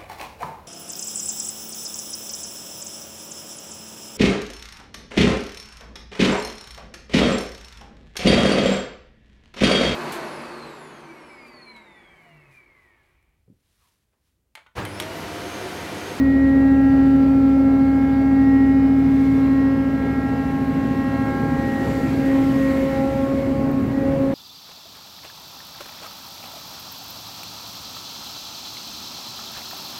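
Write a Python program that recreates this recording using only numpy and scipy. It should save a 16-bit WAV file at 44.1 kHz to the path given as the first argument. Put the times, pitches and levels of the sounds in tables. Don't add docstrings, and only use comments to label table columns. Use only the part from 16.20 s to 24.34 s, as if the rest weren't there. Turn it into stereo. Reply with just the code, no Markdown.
import sys
import numpy as np
from scipy import signal
from scipy.fft import rfft, irfft, next_fast_len
from scipy.io import wavfile
from scipy.ndimage import uniform_filter1d, map_coordinates

SR = 44100
rng = np.random.default_rng(int(sys.argv[2]) if len(sys.argv) > 2 else 0)


def wrap_up_sound(samples):
    columns = np.atleast_2d(samples).T
    tamed = np.clip(columns, -1, 1)
    steps = np.round(tamed * 32767).astype(np.int16)
    wavfile.write(sys.argv[1], SR, steps)


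N = 358959


def amp(db):
    return 10 ** (np.asarray(db) / 20)


def unit(x):
    return x / np.sqrt(np.mean(np.abs(x) ** 2) + 1e-20)


def seconds():
    return np.arange(N) / SR


def along(points, hz):
    point_hz, value = np.transpose(points)
    return np.interp(np.log(hz + 1), np.log(point_hz + 1), value)


def curves(rows):
    s, *columns = np.transpose(rows)
    return [np.interp(seconds(), s, column) for column in columns]


def glide(start, end):
    t = seconds()
    return start + (end - start) * t / t[-1]


def bump(x, centre, half):
    return np.exp(-((x - centre) / half) ** 2)


def wobble(rate):
    step = 32
    if np.isscalar(rate):
        rates = np.abs(rate) * np.ones(N // step + 2)
    else:
        rates = np.abs(rate[::step])
    knot = np.cumsum(rates) * step / SR
    slow = map_coordinates(rng.standard_normal(200), [np.clip(knot, 0, 198)])
    return np.interp(np.arange(N) / step, np.arange(len(slow)), slow)


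def fading(rate, scatter, phase=None):
    if phase is None:
        phase = 2 * np.pi * rng.random()
    reflections = wobble(rate) + 1j * wobble(rate)
    return unit(np.exp(1j * phase) + scatter * reflections)


def tone(cycles, db):
    return np.sqrt(2) * amp(db) * np.exp(2j * np.pi * cycles)


def ports(centre, side):
    return np.real([centre + side, centre - side])


def filtered(x, response):
    m = next_fast_len(N + 8192)
    return irfft(rfft(x, m) * response(np.fft.rfftfreq(m, 1 / SR)), m)[..., :N]


# frequency in Hz, left-right correlation (0-1).
LIKENESS = [(35, .8), (60, .93), (130, .96), (250, .75), (400, .3), (640, 0)]


def rush(spectrum, patchy_db):
    grains = signal.stft(rng.standard_normal((2, N)), nperseg=512)[2]
    field = uniform_filter1d(rng.standard_normal(grains.shape[1:]), 6, 0)
    field = uniform_filter1d(field, 14, 1)
    patchy = signal.istft(grains * amp(patchy_db * unit(field)), nperseg=512)[1][:, :N]

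    def shape(hz):
        angle = np.arccos(np.clip(along(LIKENESS, hz), -1, 1)) / 2
        return amp(along(spectrum, hz)) * [np.cos(angle), np.sin(angle)]

    mid, side = filtered(patchy, shape)
    return unit(np.array([mid + side, mid - side]))


# time in seconds, piston rate in Hz.
PISTON_RATE = [(0, 271.1), (.7, 271.0), (1.1, 270.7), (2.7, 270.75), (3.2, 270.35), (3.8, 270.7),
               (5.4, 270.6), (5.85, 270.1), (6.2, 270.3), (6.62, 269.3), (7.1, 272.5), (8.14, 272.3)]


def piston_cycles():
    hz, = curves(PISTON_RATE)
    return np.cumsum(hz) / SR + 1 / 3


# time in seconds, left level in dB, right level in dB, left's phase lead in rad.
FUNDAMENTAL = [(0, -14, -16.5, 0), (.6, -11.5, -14.4, 0.12), (1.6, -13, -15, 0.3), (1.92, -15, -20, -0.2),
               (2.2, -12, -14, 0.2), (3.45, -13.5, -18.5, .5), (3.75, -14.5, -29, 1.9), (4, -19, -19, 1.5),
               (5.3, -16.5, -18.5, 2.5), (5.9, -30.5, -16.5, 2.5), (6.15, -21.5, -11.5, 1),
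               (6.6, -21, -19.5, 0.25), (6.95, -30, -23.5, 1.2), (7.2, -25, -27, 0), (8.14, -21, -24.5, 0)]


def pump_hum(cycles):
    left_db, right_db, lead = curves(FUNDAMENTAL)
    left = tone(cycles, left_db) * np.exp(.5j * lead)
    right = tone(cycles, right_db) * np.exp(-.5j * lead)
    return np.real([left, right])


# time in seconds, base fading rate in knots a second,
# off-centre gain of the 2nd and 3rd in dB, gain of the upper and faint overtones in dB.
MOTION = [(0, 1.09, -1, 1.5), (5.3, 1.333, 1.5, 2.5), (5.8, 3.9, -2, 4), (6.6, 6.03, 2, 1.5),
          (6.9, 6.06, 7.5, -4), (8.14, 5, 7.5, -3.5)]
# multiple of the piston rate, centre level between swells in dB,
# off-centre level at start and at end in dB (all before the motion gains),
# off-centre phase in rad (0 leans left, 3 right).
WHINE = [(2, -43, -33, -33, .5), (3, -48, -47.5, -44.5, .8), (4, -50, -36, -52, .8),
         (5, -51, -50, -45, 2.5), (6, -52.5, -47.5, -46.5, 2.2), (7, -52.5, -42.5, -42.5, 2.4),
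         (8, -54, -50.5, -51, 2.6)]
# multiple of the piston rate, centre in seconds,
# half length to 1/e in seconds, peak centre level in dB before flutter.
PATH_SWELLS = [(2, 0.25, 0.35, -37.5), (2, 1.33, .7, -38.5), (2, 3.6, .25, -40.5), (2, 5.41, 0.71, -36),
               (2, 6.13, 0.11, -33), (2, 6.59, .22, -26.5), (2, 7.134, 0.35, -25.5), (2, 7.98, 0.19, -26),
               (3, 0.63, 0.31, -39), (3, 1.88, 1.3, -36), (3, 4.21, 0.41, -37.5), (3, 5.34, 0.53, -34),
               (3, 6.2, 0.09, -39.5), (3, 6.87, 0.13, -31), (3, 7.42, 0.1, -44), (4, 3.36, 0.26, -45.5),
               (4, 4.5, 0.38, -44), (4, 5.214, 0.43, -42), (4, 6.35, .15, -43.5), (4, 6.68, 0.039, -39.5),
               (4, 7.08, .11, -44), (4, 7.48, 0.2, -45.5), (5, 1.18, 0.95, -42.5), (5, 4.05, 0.38, -43),
               (5, 5.15, 0.35, -44.5), (5, 6.86, .1, -46.5), (6, .65, .3, -48), (6, 2.0, 0.36, -49),
               (6, 3.92, .45, -42), (6, 5.19, 0.26, -39), (7, 0.18, 0.4, -35), (7, 0.76, .2, -45),
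               (7, 2.37, 0.2, -38), (7, 3.42, 0.11, -41.5), (7, 4.05, .4, -45.5), (7, 4.87, 0.3, -42.5),
               (7, 5.53, 0.19, -38.5), (7, 5.85, 0.051, -41), (7, 6.09, 0.06, -39.5), (7, 6.49, 0.1, -42),
               (7, 6.76, 0.08, -42.5), (7, 7.78, 0.12, -45), (8, 2.3, 0.64, -49.5), (8, 3.1, 0.088, -49),
               (8, 3.93, 0.11, -49), (8, 5.1, 0.11, -52), (8, 6.55, .15, -49)]


def pump_overtones(cycles):
    t = seconds()
    rate, low_side_gain_db, upper_gain_db = curves(MOTION)
    out = np.zeros((2, N))
    for k, centre_db, start_db, end_db, phase in WHINE:
        gain_db = low_side_gain_db if k < 4 else upper_gain_db * (k > 4)
        swells = sum(amp(db) * bump(t, s, half) for j, s, half, db in PATH_SWELLS if j == k)
        between = amp(centre_db + gain_db * (k > 3))
        between = between * np.abs(fading(1.5 * rate, scatter=.24 + .15 * rate))
        side = amp(glide(start_db, end_db) + gain_db) * fading(rate, scatter=.63, phase=phase)
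        flutter = fading(1.3 * rate + 2.5, scatter=.03 * rate, phase=0)
        wave = tone(k * cycles + rng.random(), 0)
        out += ports(wave * (between + swells) * flutter, wave * side)
    return out


# multiple of the piston rate, level at each port in dB before the motion gain.
FAINT_OVERTONES = [(9, -58), (10, -56.5), (11, -62.5), (12, -67.5), (13, -70), (14, -69), (15, -65.5),
                   (17, -69), (19, -69.5)]
# multiple of the shaft rate, level at each port in dB before the motion gain.
SHAFT_TONES = [(24, -55.5), (26, -59), (31, -60)]
STROKES_PER_TURN = 5


def pump_faint_tones(cycles):
    rate, _, upper_gain_db = curves(MOTION)
    shaft = [(turns / STROKES_PER_TURN, db) for turns, db in SHAFT_TONES]
    out = np.zeros((2, N))
    for k, db in [*FAINT_OVERTONES, *shaft]:
        wave = tone(k * cycles, db + upper_gain_db)
        out += np.real([wave * fading(2.2 * rate, scatter=2.5) for port in range(2)])
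    return out


def pump():
    cycles = piston_cycles()
    return pump_hum(cycles) + pump_overtones(cycles) + pump_faint_tones(cycles)


# frequency in Hz, centre level and off-centre level in dB before hoist gain.
WINCH_TONES = [(110.2, -35, -56), (165.3, -35.5, -56), (220.4, -36, -49), (85.75, -45, -65),
               (257.1, -31, -43), (429, -46, -57), (686, -53, -55)]
# time in seconds, winch gain in dB.
HOIST_GAIN = [(0, -2), (4, 1.5), (5.9, 1.5), (6.3, -10), (8.14, -12)]


def winch():
    t = seconds()
    hoist_db, = curves(HOIST_GAIN)
    out = np.zeros((2, N))
    for hz, db, side_db in WINCH_TONES:
        centre = tone(hz * t, db) * fading(1.6, scatter=.22)
        side = tone(hz * t + rng.random(), side_db)
        out += amp(hoist_db) * ports(centre, side)
    return out


# frequency in Hz, centre level at start and at end in dB,
# off-centre level in dB, unsteadiness (scatter relative to the direct path).
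SHIP_TONES = [(70.6, -30.5, -38.5, -50, 0.12), (147, -42, -35.5, -65, 1.2), (241.5, -47.5, -35, -47.5, .9)]


def ship_machines():
    t = seconds()
    out = np.zeros((2, N))
    for hz, start_db, end_db, side_db, unsteady in SHIP_TONES:
        centre = tone(hz * t, glide(start_db, end_db)) * fading(6 * unsteady, unsteady)
        out += ports(centre, tone(hz * t + rng.random(), side_db))
    return out


# time in seconds, rumble level in dB, roar level in dB.
ENGINE_LEVELS = [(0, -26.5, -32), (3.5, -30.5, -33), (4.8, -26.5, -31.5), (5.7, -26, -30),
                 (6.5, -24.5, -30), (7, -26, -31), (7.8, -23.5, -30)]
# frequency in Hz, relative density in dB per Hz.
RUMBLE_COLOUR = [(20, -13.5), (38, -17), (56, -2.5), (95, -1), (138, 3.5), (185, -2), (240, 7.5),
                 (320, 0.5), (450, -20), (900, -64)]
# frequency in Hz, relative density in dB per Hz.
ROAR_COLOUR = [(200, -28.5), (350, -2.5), (480, -2.5), (750, -9.5), (1100, -15), (1800, -21.5),
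               (3000, -47.5)]


def engines():
    rumble_db, roar_db = curves(ENGINE_LEVELS)
    rumble = amp(rumble_db) * rush(RUMBLE_COLOUR, patchy_db=1.17)
    roar = amp(roar_db) * rush(ROAR_COLOUR, patchy_db=1.5)
    return rumble + roar


# time in seconds, hiss level in dB before the left-right lean.
OIL_LEVEL = [(0, -45), (2.75, -45.5), (3.05, -42), (3.5, -45), (4.2, -43), (5.3, -41.5), (5.65, -38.5),
             (6.05, -39), (6.5, -37.5), (7, -40.5), (7.5, -43.5), (8.14, -42.5)]
# frequency in Hz, relative density in dB per Hz.
HISS_COLOUR = [(900, -28), (1500, -5), (2100, 0), (2600, -7), (3300, -11), (4500, -13.5), (6000, -22),
               (8000, -45), (16000, -80)]
# frequency in Hz, relative density in dB per Hz.
FIZZ_COLOUR = [(3500, -22), (5500, 1), (7800, 2), (8600, -4.5), (10500, -2.5), (12000, 0), (14000, -3.5),
               (15700, -6)]
FIZZ_MEAN_DB, FIZZ_SWING = -55.5, 1.52


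def oil():
    hiss_db, = curves(OIL_LEVEL)
    fizz_db = FIZZ_MEAN_DB + FIZZ_SWING * (hiss_db - hiss_db.mean())
    hiss = amp(hiss_db) * rush(HISS_COLOUR, patchy_db=1.2)
    fizz = amp(fizz_db) * rush(FIZZ_COLOUR, patchy_db=1)
    lean_db = np.array([[-.7], [.7]])
    return amp(lean_db) * (hiss + fizz)


# frequency in Hz, start in seconds, end in seconds, level in dB.
PASSING_TONES = [(265.5, 6.65, 8.3, -28.5), (326, 4.95, 6.15, -37), (312, 4.95, 6.2, -39)]


def passing_tones():
    t = seconds()
    out = np.zeros((2, N))
    for hz, start, end, db in PASSING_TONES:
        gate = np.clip(np.minimum(t - start, end - t) / .15, 0, 1)
        out += gate * np.real(tone(hz * t, db) * fading(3, scatter=.3))
    return out


# centre in seconds, half length to 1/e in seconds, band centre in Hz,
# half width to 1/e in Hz, peak level in dB.
HISS_SURGES = [(6.7, .2, 2130, 260, -42), (5.74, .17, 7200, 900, -56), (7.2, .25, 7300, 800, -63)]


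def surges():
    t = seconds()
    out = np.zeros((2, N))
    for s, half, hz, width_hz, db in HISS_SURGES:
        band = unit(filtered(rng.standard_normal((2, N)), lambda f: bump(f, hz, width_hz)))
        out += amp(db) * bump(t, s, half) * band
    return out


# centre in seconds, peak level in dB before panning,
# left minus right in dB, frequency in Hz.
TICK_HITS = [(7.4878, -47, -4.5, 12600), (7.5028, -46, -9, 13200), (7.5157, -36, -14, 14200),
             (7.5565, -48, 2, 14300), (7.605, -43, -5, 14600), (7.671, -41, -9, 15000)]


def ticks():
    out = np.zeros((2, N))
    reach = 40
    t = np.arange(-reach, reach + 1) / SR
    for s, db, pan_db, hz in TICK_HITS:
        click = np.cos(2 * np.pi * hz * t) * bump(t, 0, .00022)
        gains = amp(db + np.array([[pan_db / 2], [-pan_db / 2]]))
        first = round(s * SR) - reach
        out[:, first:first + len(t)] += gains * click
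    return out


def scene():
    tones = pump() + winch() + ship_machines()
    noise = engines() + oil()
    return tones + noise + passing_tones() + surges() + ticks()


TOP_HZ = 15750


def record(dry):
    steep = signal.ellip(14, .1, 60, TOP_HZ, fs=SR, output="sos")
    return signal.sosfiltfilt(steep, dry)


dry = scene()
out = record(dry)
wrap_up_sound(out)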